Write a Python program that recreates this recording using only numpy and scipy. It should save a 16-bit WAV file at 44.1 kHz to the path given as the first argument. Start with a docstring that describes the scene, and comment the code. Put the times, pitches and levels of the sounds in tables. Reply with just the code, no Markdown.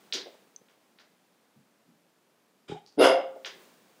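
"""In a bare room with a wooden floor, a dog stands with a drink can in its jaws.
It huffs through the nose, then gives one low, rough bark: pulses of the vocal folds and rushing air,
filtered by the throat and muzzle and muffled by the can. The room rings after it, with a brief low
flutter. Before and after, the thin metal buckles under the dog's teeth with a snap.
Ahead of the bark, small ticks and soft bumps sit on quiet room noise."""
import sys
import numpy as np
from scipy import signal
from scipy.fft import rfft, irfft
from scipy.io import wavfile
from scipy.ndimage import uniform_filter1d

SR = 44100
rng = np.random.default_rng(int(sys.argv[2]) if len(sys.argv) > 2 else 0)


def file_out(sig):
    """Save sig as 16-bit WAV at sys.argv[1]."""
    # one column per channel
    cols = np.atleast_2d(sig).T
    # limit, then scale
    lim = np.clip(cols, -1, 1)
    pcm = np.round(lim * 32767).astype(np.int16)
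    wavfile.write(sys.argv[1], SR, pcm)


N = 176400
T = np.arange(N) / SR


def amp(db):
    """Amplitude ratio: a factor of ten per 20 dB."""
    return 10 ** (np.asarray(db) / 20)


def unit_power(x):
    """Normalisation to a mean square of one."""
    return x / np.sqrt(np.mean(x ** 2) + 1e-20)


def steady(x):
    """Division by the running RMS holds the short-term power near one."""
    return x / np.sqrt(uniform_filter1d(x * x, 700) + 1e-9)


def envelope(points):
    """Gain interpolated along (t/s, level/dB), silent outside the points."""
    times, db = np.transpose(points)
    return amp(np.interp(T, times, db, left=-200, right=-200))


def at_hz(points, hz):
    """Interpolation on a logarithmic frequency axis."""
    f, value = np.transpose(points)
    return np.interp(np.log(hz + 1), np.log(f), value)


def butter(x, hz, kind, order=2):
    """Butterworth filter: a maximally flat passband."""
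    return signal.sosfilt(signal.butter(order, hz, kind, fs=SR, output="sos"), x + 1e-18)


def wander(hz):
    """Random fluctuation: low-passed noise of unit power."""
    return unit_power(butter(rng.standard_normal(N), hz, "low"))


def coloured_noise(spectrum):
    """Spectral shaping of white noise, at unit power."""
    gain = amp(at_hz(spectrum, np.arange(N // 2 + 1) * SR / N))
    return unit_power(irfft(rfft(rng.standard_normal(N)) * gain, N))


def resonate(x, formants):
    """Parallel two-pole resonators of alternating sign, summed to unit power."""
    out = 0
    for k, (hz, width, db) in enumerate(formants):
        r = np.exp(-np.pi * width / SR)
        poles = [1, -2 * r * np.cos(2 * np.pi * hz / SR), r * r]
        out = out + (-1) ** k * amp(db) * (1 - r * r) * signal.lfilter([1, 0, -1], poles, x)
    return unit_power(out)


def decay(t, t60):
    """Exponential damping: 60 dB lost in t60."""
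    return np.exp(-np.log(1000) * t / t60)


def strike(start, db, modes, contact_s=0.000094):
    """Free vibration of modes (f/Hz, level/dB, T60/s) after a brief contact."""
    out, t = np.zeros(N + SR), T[:SR // 2]
    ringing = sum((-1) ** k * amp(db + mode_db) * decay(t, t60) * np.sin(2 * np.pi * hz * t)
                  for k, (hz, mode_db, t60) in enumerate(modes))
    onset = int(start * SR)
    out[onset:onset + len(t)] = ringing * (1 - np.exp(-(t / contact_s) ** 2))
    return out[:N]


# Spectral densities of the room noise and of a faint hiss: f/Hz, relative level/dB
NOISE_SPECTRUM = [(41, -73), (70, -29.5), (190, -3.5), (290, -5.5), (523, -8), (1810, -16.5),
                  (15500, -28.5)]
HISS_SPECTRUM = [(59, -34.5), (193, -3.5), (544, -4), (800, -8.5), (9300, -21.5), (12500, -30),
                 (15200, -16.5)]
# Envelope of the hiss: t/s, level/dB
HISS_ENVELOPE = [(0, -61), (.35, -62), (.6, -70.5), (2.8, -81.5), (3.3, -67), (3.63, -56), (3.78, -62),
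                 (4.05, -64)]


def background():
    """Stationary noise, plus a modulated hiss that is up at first and again after the bark."""
    room_noise = amp(-68.5) * coloured_noise(NOISE_SPECTRUM)
    return room_noise + envelope(HISS_ENVELOPE) * coloured_noise(HISS_SPECTRUM)


# Reverberation time: f/Hz, T60/s
REVERB_TIME = [(120, 1), (550, 0.54), (1500, 0.5), (3500, 0.41), (6000, 0.29), (11000, 0.15)]
# Spectrum of the reverberation: f/Hz, level/dB
REVERB_SPECTRUM = [(100, -13.5), (400, -7), (700, 0), (3000, -1), (6000, 3), (12000, -2.5)]
# The room's strongest standing waves: f/Hz, level/dB, T60/s
STANDING_WAVES = [(441, -63.5, 0.57), (529.3, -63.5, 0.6), (653, -58, .42), (686.4, -62, 0.44)]


def room_response(gap_s=0.003105, build_s=0.01, early_t60_s=0.19, early_db=6):
    """Impulse response: dense early reflections, a diffuse tail shorter in the treble, standing waves."""
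    t, diffuse = T[:SR], 0
    build = np.clip((t - gap_s) / build_s, 0, 1)
    early = amp(early_db) * decay(t, early_t60_s)
    edges = np.geomspace(70, 17000, 20)
    for low, high in zip(edges, edges[1:]):
        hz = np.sqrt(low * high)
        band = butter(rng.standard_normal(SR), [low, high], "band", order=3)
        band *= build * (early + decay(t, at_hz(REVERB_TIME, hz)))
        band *= np.sqrt(2 * (high - low) / SR / np.sum(band ** 2))  # energy in proportion to bandwidth
        diffuse = diffuse + band * amp(at_hz(REVERB_SPECTRUM, hz))
    return diffuse + strike(gap_s, 0, STANDING_WAVES)[:SR]


# Low bursts, the last a brief flutter in the room's ringing: t/s, level/dB, centre f/Hz, duration/s
LOW_BURSTS = [(0.14, -41.5, 347, 0.13), (0.254, -41.5, 473, 0.08), (0.343, -47, 628, 0.019),
              (.613, -48, 300, 0.012), (1.551, -56, 180, 0.14), (1.863, -58, 195, 0.17),
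              (3.357, -41, 546, 0.043)]


def low_bursts(attack_share=0.16, edge_ratio=1.42):
    """Band-limited noise: soft bumps before the bark, a low flutter in the room's ringing after it."""
    out = 0
    for start, db, hz, length in LOW_BURSTS:
        age = np.maximum(T - start, 0)
        shape = np.minimum(age / (attack_share * length), 1) * np.maximum(1 - age / length, 0) ** 2
        band = butter(rng.standard_normal(N), [hz / edge_ratio, hz * edge_ratio], "band", order=3)
        out = out + amp(db) * shape * steady(band)
    return out


# Small hard ticks: t/s, level/dB, f/Hz, T60/s, gain into the room/dB
HARD_TICKS = [(0.2171, -36.5, 4080, 0.03, -23), (0.5622, -32, 6180, 0.013, -21.5),
              (2.8635, -36, 4700, .0025, 2.5), (2.925, -46.5, 5300, 0.002, -1.5)]


def ticks():
    """Each tick is one damped oscillator; returns the direct sound and the feed to the room."""
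    direct, to_room = 0, 0
    for start, db, hz, t60, room_db in HARD_TICKS:
        tick = strike(start, db, [(hz, 0, t60)])
        direct = direct + tick
        to_room = to_room + amp(room_db) * tick
    return direct, to_room


# Snaps of the can: t/s, level/dB, main mode f/Hz, relative level of the dull body mode/dB
CAN_SNAPS = [(0.125, -9, 3740, -23.5), (0.158, -25, 4300, -2), (0.685, -48.5, 3340, 0.5),
             (0.987, -41, 3950, 0.5), (3.4476, -18.5, 3400, -5)]
# Further modes of its wall: f/Hz, relative level/dB, T60/s
CAN_MODES = [(387, -23, 0.1), (3930, -75, 0.035), (4700, -22.5, 0.009), (5990, -15, 0.0019),
             (10400, -18, 0.00067), (14300, -27, .002)]


def can_snaps(main_t60_s=0.0019, body_hz=1630, body_t60_s=0.0026):
    """Buckling excites the modes of the can's wall; the jaws damp their ringing."""
    clicks = sum(strike(start, db, [(hz, 0, main_t60_s), (body_hz, body_db, body_t60_s)] + CAN_MODES)
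                 for start, db, hz, body_db in CAN_SNAPS)
    return butter(clicks, 199, "high")  # the thin wall radiates little bass


def beam_and_bounce(snaps, shadow_hz=4540, beam_low_hz=2000, floor_delay_s=0.002764):
    """Directivity and interference: the beamed treble, its top shadowed, meets its floor reflection."""
    shadowed = butter(snaps, shadow_hz, "low", order=6)
    beam = amp(2) * butter(shadowed, beam_low_hz, "high")
    return beam + amp(-1) * np.interp(T - floor_delay_s, T, beam)


# Envelopes of the nasal airflow and of the whine: t/s, level/dB
BREATH_ENVELOPE = [(2.679, -65), (2.686, -48), (2.72, -47), (2.75, -57), (2.79, -59.5)]
WHINE_ENVELOPE = [(2.708, -77.5), (2.716, -38.5), (2.745, -45), (2.779, -43), (2.795, -80.5)]
# Resonances of the nose: f/Hz, bandwidth/Hz, relative level/dB
NOSE_FORMANTS = [(385, 67, 4.5), (1410, 610, -7.5), (2404, 180, -3), (3090, 250, -3.5), (3720, 220, -4),
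                 (5010, 450, -15), (7700, 1700, -23)]
# Flaps of the throat: t/s, level/dB
THROAT_FLAPS = [(2.696, -28.5), (2.7197, -26), (2.744, -37.5), (2.758, -41.5)]
# Chest modes that the flaps excite: f/Hz, relative level/dB, T60/s
CHEST_MODES = [(160, -7, 0.071), (275, -4, 0.02), (408, -1, 0.054)]


def huff(whine_hz=818, waver_share=0.06):
    """Flow noise excites the nasal resonances and throat flaps ring the chest, with a thin whine."""
    breath = steady(resonate(rng.standard_normal(N), NOSE_FORMANTS)) * envelope(BREATH_ENVELOPE)
    flaps = sum(strike(start, db, CHEST_MODES) for start, db in THROAT_FLAPS)
    pitch = whine_hz * (1 + waver_share * wander(60))
    whine = np.sin(2 * np.pi * np.cumsum(pitch) / SR) * envelope(WHINE_ENVELOPE)
    return breath + flaps + whine


# Envelope of the hiss at the teeth: t/s, level/dB
TEETH_ENVELOPE = [(2.982, -68.5), (2.993, -38), (3.02, -33), (3.06, -37.5), (3.11, -46.5), (3.145, -76.5)]
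# Its resonances: f/Hz, bandwidth/Hz, relative level/dB
TEETH_FORMANTS = [(3650, 256, 0), (5010, 240, 2), (9170, 600, -7), (10700, 1100, -4)]


def teeth_hiss():
    """Frication: air forced past the teeth excites high resonances."""
    hiss = resonate(rng.standard_normal(N), TEETH_FORMANTS)
    return butter(hiss, 11000, "low", order=6) * envelope(TEETH_ENVELOPE)


# Resonances of the muzzle and can: f/Hz, bandwidth/Hz, relative level/dB
MUZZLE_FORMANTS = [(305, 110, -0.5), (689.7, 22, 7), (928, 79, -2.5), (1154, 120, -1), (1416, 112, 0.5),
                   (2124, 110, -3), (2777, 92, -1.5), (3390, 190, -8), (4970, 44, -8.5)]


def rushing_air(phase, flow, rasp_db=4, flutter_db=2, waver_share=0.013):
    """Turbulent flow, amplitude-modulated by the fold pulses and flapping lips, excites the muzzle."""
    rasp = amp(rasp_db * np.cos(phase) + flutter_db * wander(108))
    warped_time = T + np.cumsum(waver_share * wander(20)) / SR  # shaking lips shift the resonances
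    muzzle = resonate(rng.standard_normal(N) * rasp, MUZZLE_FORMANTS)
    air = steady(butter(np.interp(warped_time, T, muzzle), 212, "high"))
    broadband = steady(butter(rng.standard_normal(N) * rasp, [1520, 7200], "band"))
    # Broadband turbulence grows faster than the flow, so it is heard only at the height of the bark.
    return air * flow + amp(-1) * broadband * flow ** 1.835


def vocal_folds(phase, f0, formant_hz, bandwidth_hz=290, shimmer=0.43, doubling=0.21):
    """Source and filter: the folds' harmonics pass through a throat resonance and the blocked mouth."""
    voice = 0
    for k in range(1, 8):
        detuning = k * f0 / formant_hz - formant_hz / (k * f0)
        response = 1 / (1 + 1j * formant_hz / bandwidth_hz * detuning) ** 2
        voice = voice + np.real(response * np.exp(1j * k * phase)) * (1 + shimmer * wander(53))
    voice *= 1 + doubling * np.cos(phase / 2)  # period doubling: strong and weak pulses alternate
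    return steady(butter(voice, [212, 756], "band", order=3))  # the band that gets past the can


# Course of the bark: t/s, fundamental f/Hz, throat resonance f/Hz, voice level/dB, air level/dB
BARK_COURSE = [(2.971, 134.9, 343, -51, -90.5), (2.979, 143.6, 268, -28.5, -55),
               (2.994, 139.8, 362, -19, -35), (3.011, 134.8, 529, -13.5, -24.5),
               (3.052, 133.2, 495, -19.5, -18), (3.072, 134.7, 596, -11.5, -23.5),
               (3.101, 131, 491, -25, -29), (3.15, 135.6, 625, -28.5, -38), (3.216, 137.1, 644, -34, -46.5),
               (3.278, 141, 704, -62, -97)]


def bark(jitter=0.05):
    """Phonation: uneven fold pulses with rushing air; the throat resonance rises as the jaw opens."""
    times, pitch, throat, voice_db, air_db = np.transpose(BARK_COURSE)
    f0 = np.interp(T, times, pitch) * (1 + jitter * wander(90))
    phase = 2 * np.pi * np.cumsum(f0) / SR
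    voice = vocal_folds(phase, f0, np.interp(T, times, throat)) * envelope(np.c_[times, voice_db])
    return voice + rushing_air(phase, envelope(np.c_[times, air_db])) + teeth_hiss()


def scene():
    """Superposition of direct sound, reverberation (convolution with the room) and background noise."""
    woof, puff, snaps, bursts = bark(), huff(), can_snaps(), low_bursts()
    ticks_direct, ticks_to_room = ticks()
    direct = bursts + ticks_direct + beam_and_bounce(snaps) + puff + woof
    to_room = amp(-8) * bursts + ticks_to_room + amp(6.5) * snaps + amp(-9) * puff + amp(-3.5) * woof
    return (background() + direct + signal.fftconvolve(to_room, room_response())[:N])[None]


def record(dry):
    """Band limiting: a small microphone loses the deep bass and the highest treble."""
    treble_cut = signal.cheby2(14, 70, 16500, fs=SR, output="sos")
    return signal.sosfilt(treble_cut, butter(dry, 81, "high", order=3))


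dry = scene()
out = record(dry)
file_out(out)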